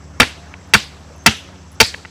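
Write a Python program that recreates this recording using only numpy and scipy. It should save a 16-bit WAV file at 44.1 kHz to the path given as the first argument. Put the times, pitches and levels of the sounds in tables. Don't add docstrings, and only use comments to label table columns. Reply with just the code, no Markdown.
import sys
import numpy as np
from scipy import signal
from scipy.io import wavfile
from scipy.ndimage import uniform_filter1d

SR = 44100
rng = np.random.default_rng(int(sys.argv[2]) if len(sys.argv) > 2 else 0)


def inscribe(sig):
    pcm = np.round(np.clip(np.atleast_2d(sig).T, -1, 1) * 32767)
    wavfile.write(sys.argv[1], SR, pcm.astype(np.int16))


def field_ratio(decibels):
    return 10 ** (np.asarray(decibels, dtype=float) / 20)


N = 92610


def rms_one(x):
    return x / np.sqrt(np.mean(x ** 2) + 1e-20)


def at_hz(points, hz):
    table_hz, values = np.transpose(points)
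    return np.interp(np.log(hz), np.log(table_hz), values)


def drift(rate_hz):
    r = np.exp(-80 * np.pi * rate_hz / SR)
    noise = rng.standard_normal(N // 40 + 2002)
    slow = signal.lfilter([1], [1, -2 * r, r * r], noise)[2000:]
    return np.interp(np.arange(N) / 40, np.arange(len(slow)), rms_one(slow))


def ring(clicks, hz, t60_s):
    r = field_ratio(-60 / (t60_s * SR))
    w = 2 * np.pi * hz / SR
    return signal.lfilter([0, np.sin(w)], [1, -2 * r * np.cos(w), r * r], clicks + 1e-18)


def resonate(x, hz, width_hz):
    r = np.exp(-np.pi * width_hz / SR)
    poles = [1, -2 * r * np.cos(2 * np.pi * hz / SR), r * r]
    return signal.lfilter(np.array([1, 0, -1]) * (1 - r * r) / 2, poles, x)


def bands(low_hz):
    white = rng.standard_normal((2, N))
    edges = low_hz * 2 ** np.arange(0, np.log2(19000 / low_hz), 1 / 3)
    for k, (low, high) in enumerate(zip(edges, edges[1:])):
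        band = signal.butter(2, [low, high], "band", fs=SR, output="sos")
        yield np.sqrt(low * high), signal.sosfilt(band, white[k % 2])


def post():
    # (time [s], level [dB], favoured pitch [Hz], chatter length [s])
    contacts = [(0.2007, 10, 2000, 0.0026), (0.2042, 7, 2970, 0.004), (0.2172, -1.5, 1505, 0.004),
                (.2205, -7, 3600, 0.0029), (.2245, -14.5, 1700, 0.0017), (.229, -6.5, 2000, 0.0057),
                (.7367, 12.5, 2360, 0.0021), (0.7414, 5.5, 4580, 0.0031), (.747, 4, 2060, 0.0024),
                (0.7513, -3.5, 1390, 0.0052), (1.2616, 11, 2820, .003), (1.2648, 11.5, 5620, 0.0031),
                (1.2705, -1, 2000, 0.0057), (1.2745, -4.5, 3500, 0.0036), (1.281, -12.5, 2800, 0.0049),
                (1.802, 8.5, 2280, 0.0024), (1.805, 11, 4170, 0.0015), (1.8084, 6, 2700, 0.003),
                (1.813, 6.5, 5340, 0.0024), (1.8178, -5.5, 1700, 0.0021), (1.828, -10, 2720, 0.0043),
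                (0.5396, -20.5, 2170, 0.0013), (.5415, -32, 900, 0.0019), (1.9412, -13.5, 2760, 0.00045),
                (1.9448, -13.5, 1760, 0.00097), (2.05, -21, 1670, 0.00065), (2.0544, -24, 1770, 0.00048),
                (1.488, -33, 1000, 0.0022)]
    # (frequency [Hz], level [dB], t60 [s])
    plastic_modes = [(455, -3.5, 0.045), (691, -0.5, 0.014), (900, -5.5, 0.046), (1381, 4, 0.012),
                     (1700, 3.5, 0.0087), (2000, 1.5, 0.011), (2287, 0, 0.015), (2677, 0.5, 0.015),
                     (3176, 2, 0.0074), (3735, -1, 0.0075), (4575, 5, 0.0072), (5577, 1.5, 0.0083),
                     (6480, -3.5, 0.0078), (8560, 5, 0.0026)]
    chatter_per_s, favour_db, favour_octaves = 2000, 13, 0.42
    crack_db, crack_hz, crack_width_hz = -8, 9100, 9000
    soft_below_db, soft_cut_hz = -12, 3600
    t = np.arange(600) / SR
    room_to_ring = 1800
    out = np.zeros(N)
    for s, db, favoured_hz, length_s in contacts:
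        draw = rng.random((len(plastic_modes) + 2, len(t)))
        struck = (draw[0] < chatter_per_s / SR) * (t < 3 * length_s)
        clicks = struck * np.exp(-t / length_s)
        clicks[0] = 1
        clicks = np.pad(clicks, (0, room_to_ring))
        signs = np.pad(2 * draw[1:] - 1, ((0, 0), (0, room_to_ring)))
        sound = field_ratio(crack_db) * resonate(clicks * signs[0] * 4, crack_hz, crack_width_hz)
        for sign, (hz, mode_db, t60_s) in zip(signs[1:], plastic_modes):
            octaves_off = np.log2(hz / favoured_hz)
            near_db = favour_db * (np.exp(-0.5 * (octaves_off / favour_octaves) ** 2) - 1)
            kicks = clicks * np.sign(sign) * (0.5 + np.abs(sign))
            sound += field_ratio(mode_db + near_db) * ring(kicks, hz, t60_s)
        if db < soft_below_db:
            soften = signal.butter(3, soft_cut_hz, fs=SR, output="sos")
            sound = signal.sosfilt(soften, sound)
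        i = int(s * SR)
        out[i:i + len(sound)] += field_ratio(db - 7) * sound[:N - i]
    return out


def soil():
    # (time [s], level [dB], pitch [Hz], t60 [s])
    thumps = [
        (.206, -6, 250, 0.098),
        (.747, -6.5, 207, 0.089),
        (1.271, -5.5, 217.6, 0.11),
        (1.813, -7, 231, 0.059),
    ]
    push = np.hanning(90) / 45
    out = np.zeros(N)
    for s, db, foot_hz, t60_s in thumps:
        # (lag [s], pitch [Hz], level [dB], t60 [s])
        parts = [(0, foot_hz, 0, t60_s), (0.005, 127.7, -11, t60_s), (0.01, 89.2, -5.5, 0.074)]
        for lag_s, hz, part_db, part_t60_s in parts:
            i = int((s + lag_s) * SR)
            sound = ring(np.pad(push, (0, 9000)), hz, part_t60_s)
            out[i:i + len(sound)] += field_ratio(db + part_db) * sound
    return out


def scatter():
    # (time [s], level [dB], tilt [dB per octave])
    tails = [
        (0.198, -13, -3.5),
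        (0.736, -13.5, -1.9),
        (1.26, -12.5, -2.3),
        (1.801, -12.5, -0.3),
    ]
    # (frequency [Hz], density [dB per Hz])
    colour = [(180, -35), (300, -0.5), (348, -11), (674, -12), (1000, -10), (2280, -2.5), (4490, -2.5),
              (10100, -20), (15500, -30)]
    # (frequency [Hz], t60 [s])
    near_t60 = [(300, 0.2), (1000, 0.23), (3000, 0.27), (8000, 0.29), (15000, 0.22)]
    rise_s, far_db, far_stretch = 0.005, -29, 5.5
    patchy_db, banded_db = 2.0, 2.0
    t = np.arange(N) / SR
    out = np.zeros(N)
    for hz, noise in bands(low_hz=250):
        shape = np.zeros(N)
        t60_s = at_hz(near_t60, hz)
        for s, db, tilt in tails:
            age = np.maximum(t - s, 0)
            tail_db = db + tilt * np.log2(hz / 3000) + banded_db * rng.standard_normal()
            swell = 1 - np.exp(-age / rise_s)
            trunks = field_ratio(-60 * age / t60_s)
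            sheds = field_ratio(far_db - 60 * age / (t60_s * far_stretch))
            shape += field_ratio(tail_db) * swell * (trunks + sheds)
        out += field_ratio(at_hz(colour, hz) + 9 + patchy_db * drift(23)) * shape * noise
    return out


def wire():
    # (time [s], level [dB], share of the modes above 12 kHz [dB])
    ticks = [(.6754, -56, -8), (.6933, -58, -9), (1.022, -69, -5), (1.1623, -54, -5), (1.18, -54.5, -6),
             (1.225, -66.5, 6), (1.239, -53, -9), (1.717, -50, -3), (1.728, -49, -8), (1.738, -55, -6),
             (1.746, -51, -7)]
    # (frequency [Hz], level [dB], t60 [s])
    wire_modes = [(9000, -5, .006), (10000, 0, .010), (11100, -4, .008), (13200, -8, .006),
                  (14500, 0, .010), (15200, -4, .006)]
    # (time [s], frequency [Hz], level [dB], t60 [s])
    pings = [
        (1.368, 14540, -53, 0.19),
        (1.368, 10100, -46, 0.12),
        (1.369, 11200, -54, 0.078),
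        (1.888, 10000, -45, .04),
        (.84, 11000, -52, .04),
        (1.717, 10200, -50, .03),
    ]
    hits = []
    for s, db, high_db in ticks:
        modes = [(hz, mode_db + high_db * (hz > 12000), t60_s) for hz, mode_db, t60_s in wire_modes]
        hits.append((s, db, modes))
    for s, hz, db, t60_s in pings:
        hits.append((s, db, [(hz, 0, t60_s)]))
    out = np.zeros(N + 9200)
    for s, db, modes in hits:
        scratch = rng.standard_normal(200) * np.exp(-np.arange(200) / 70) / 4
        scratch = np.pad(scratch, (0, 9000))
        i = int(s * SR)
        for hz, mode_db, t60_s in modes:
            out[i:i + 9200] += field_ratio(db + mode_db) * ring(scratch, hz, t60_s)
    return out[:N]


def insects():
    # (frequency [Hz], width [Hz], level [dB], throb [per s])
    choruses = [
        (7670, 220, -63, 40),
        (5640, 2000, -56.5, 31),
    ]
    # (start [s], end [s])
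    phrases = [
        (.5, 0.52),
        (1.15, 1.25),
        (1.56, 1.5),
        (2.0, 1.3),
    ]
    singer_hz, singer_width_hz, singer_db, rest_db = 6260, 130, -53.5, -16
    throb_db = 1.5
    t = np.arange(N) / SR
    singing = sum(1.0 * (t > start) * (t < end) for start, end in phrases)
    rest = 1 - uniform_filter1d(singing, size=900)
    voices = [(hz, width_hz, db + throb_db * drift(rate)) for hz, width_hz, db, rate in choruses]
    voices.append((singer_hz, singer_width_hz, singer_db + rest_db * rest))
    out = np.zeros(N)
    for hz, width_hz, db in voices:
        once = resonate(rng.standard_normal(N), hz, width_hz)
        out += field_ratio(db) * rms_one(resonate(once, hz, width_hz))
    return out


def engine():
    pitches = [74.9, 91.5]
    # (multiple of the pitch, level [dB])
    engine_orders = [
        [(1, 0), (2, -7), (3, -18)],
        [(1, -0.5), (2, -3), (3, -7.5), (4, -15.5)],
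    ]
    # (time [s], lower engine [dB], higher engine [dB])
    swells = [(0, -38.5, -43), (.3, -37, -46), (.6, -43, -43), (.9, -37, -47.5), (1.2, -41, -47),
              (1.5, -45.5, -43), (1.8, -40, -44.5), (2.1, -44, -44.5)]
    wander, flutter_db = 0.012, 2.0
    s, *levels = np.transpose(swells)
    t = np.arange(N) / SR
    out = np.zeros(N)
    for hz, orders, level_db in zip(pitches, engine_orders, levels):
        phase = 2 * np.pi * np.cumsum(hz * (1 + wander * drift(4))) / SR
        tone = np.zeros(N)
        for k, db in orders:
            tone += field_ratio(db + flutter_db * drift(11.5)) * np.sin(k * phase + k * k)
        out += field_ratio(np.interp(t, s, level_db)) * tone
    return out


def whine():
    # (time [s], pitch [Hz], level [dB])
    glide = [
        (.36, 622, -72),
        (.39, 684, -51),
        (.43, 704, -48),
        (.47, 714, -57),
        (.51, 740, -57),
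    ]
    s, hz, db = np.transpose(glide)
    t = np.arange(N) / SR
    phase = 2 * np.pi * np.cumsum(np.interp(t, s, hz)) / SR
    return field_ratio(np.interp(t, s, db, -120, -120)) * np.sqrt(2) * np.sin(phase)


def air():
    # (frequency [Hz], density [dB per Hz])
    colour = [(15, -53), (25, -10), (86, -5), (313, -7.5), (945, -8.5), (1050, -11), (1170, -10.5),
              (6380, -32.5), (15500, -52)]
    level_db, patchy_db = -45.5, -2
    together = drift(3.9)
    out = np.zeros(N)
    for hz, noise in bands(low_hz=22.16):
        patches = 0.67 * together + drift(16)
        out += field_ratio(at_hz(colour, hz) + patchy_db * patches) * noise
    return field_ratio(level_db) * rms_one(out)


def scene():
    blows = post() + soil() + scatter()
    yard = wire() + insects() + engine() + whine() + air()
    return (blows + yard)[None]


def band_limit(x):
    return signal.sosfilt(signal.butter(12, 15680, fs=SR, output="sos"), x)


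def record(dry):
    mic_low_hz, top_hz = 35, 15700
    clip_top, hardness = 0.96, 12
    low_cut = signal.butter(2, mic_low_hz, "high", fs=SR, output="sos")
    heard = signal.sosfilt(low_cut, dry)
    clipped = heard / (1 + np.abs(heard / clip_top) ** hardness) ** (1 / hardness)
    top_cut = signal.cheby2(8, 30, top_hz * 1.015, fs=SR, output="sos")
    return band_limit(signal.sosfilt(top_cut, clipped))


dry = scene()
out = record(dry)
inscribe(out)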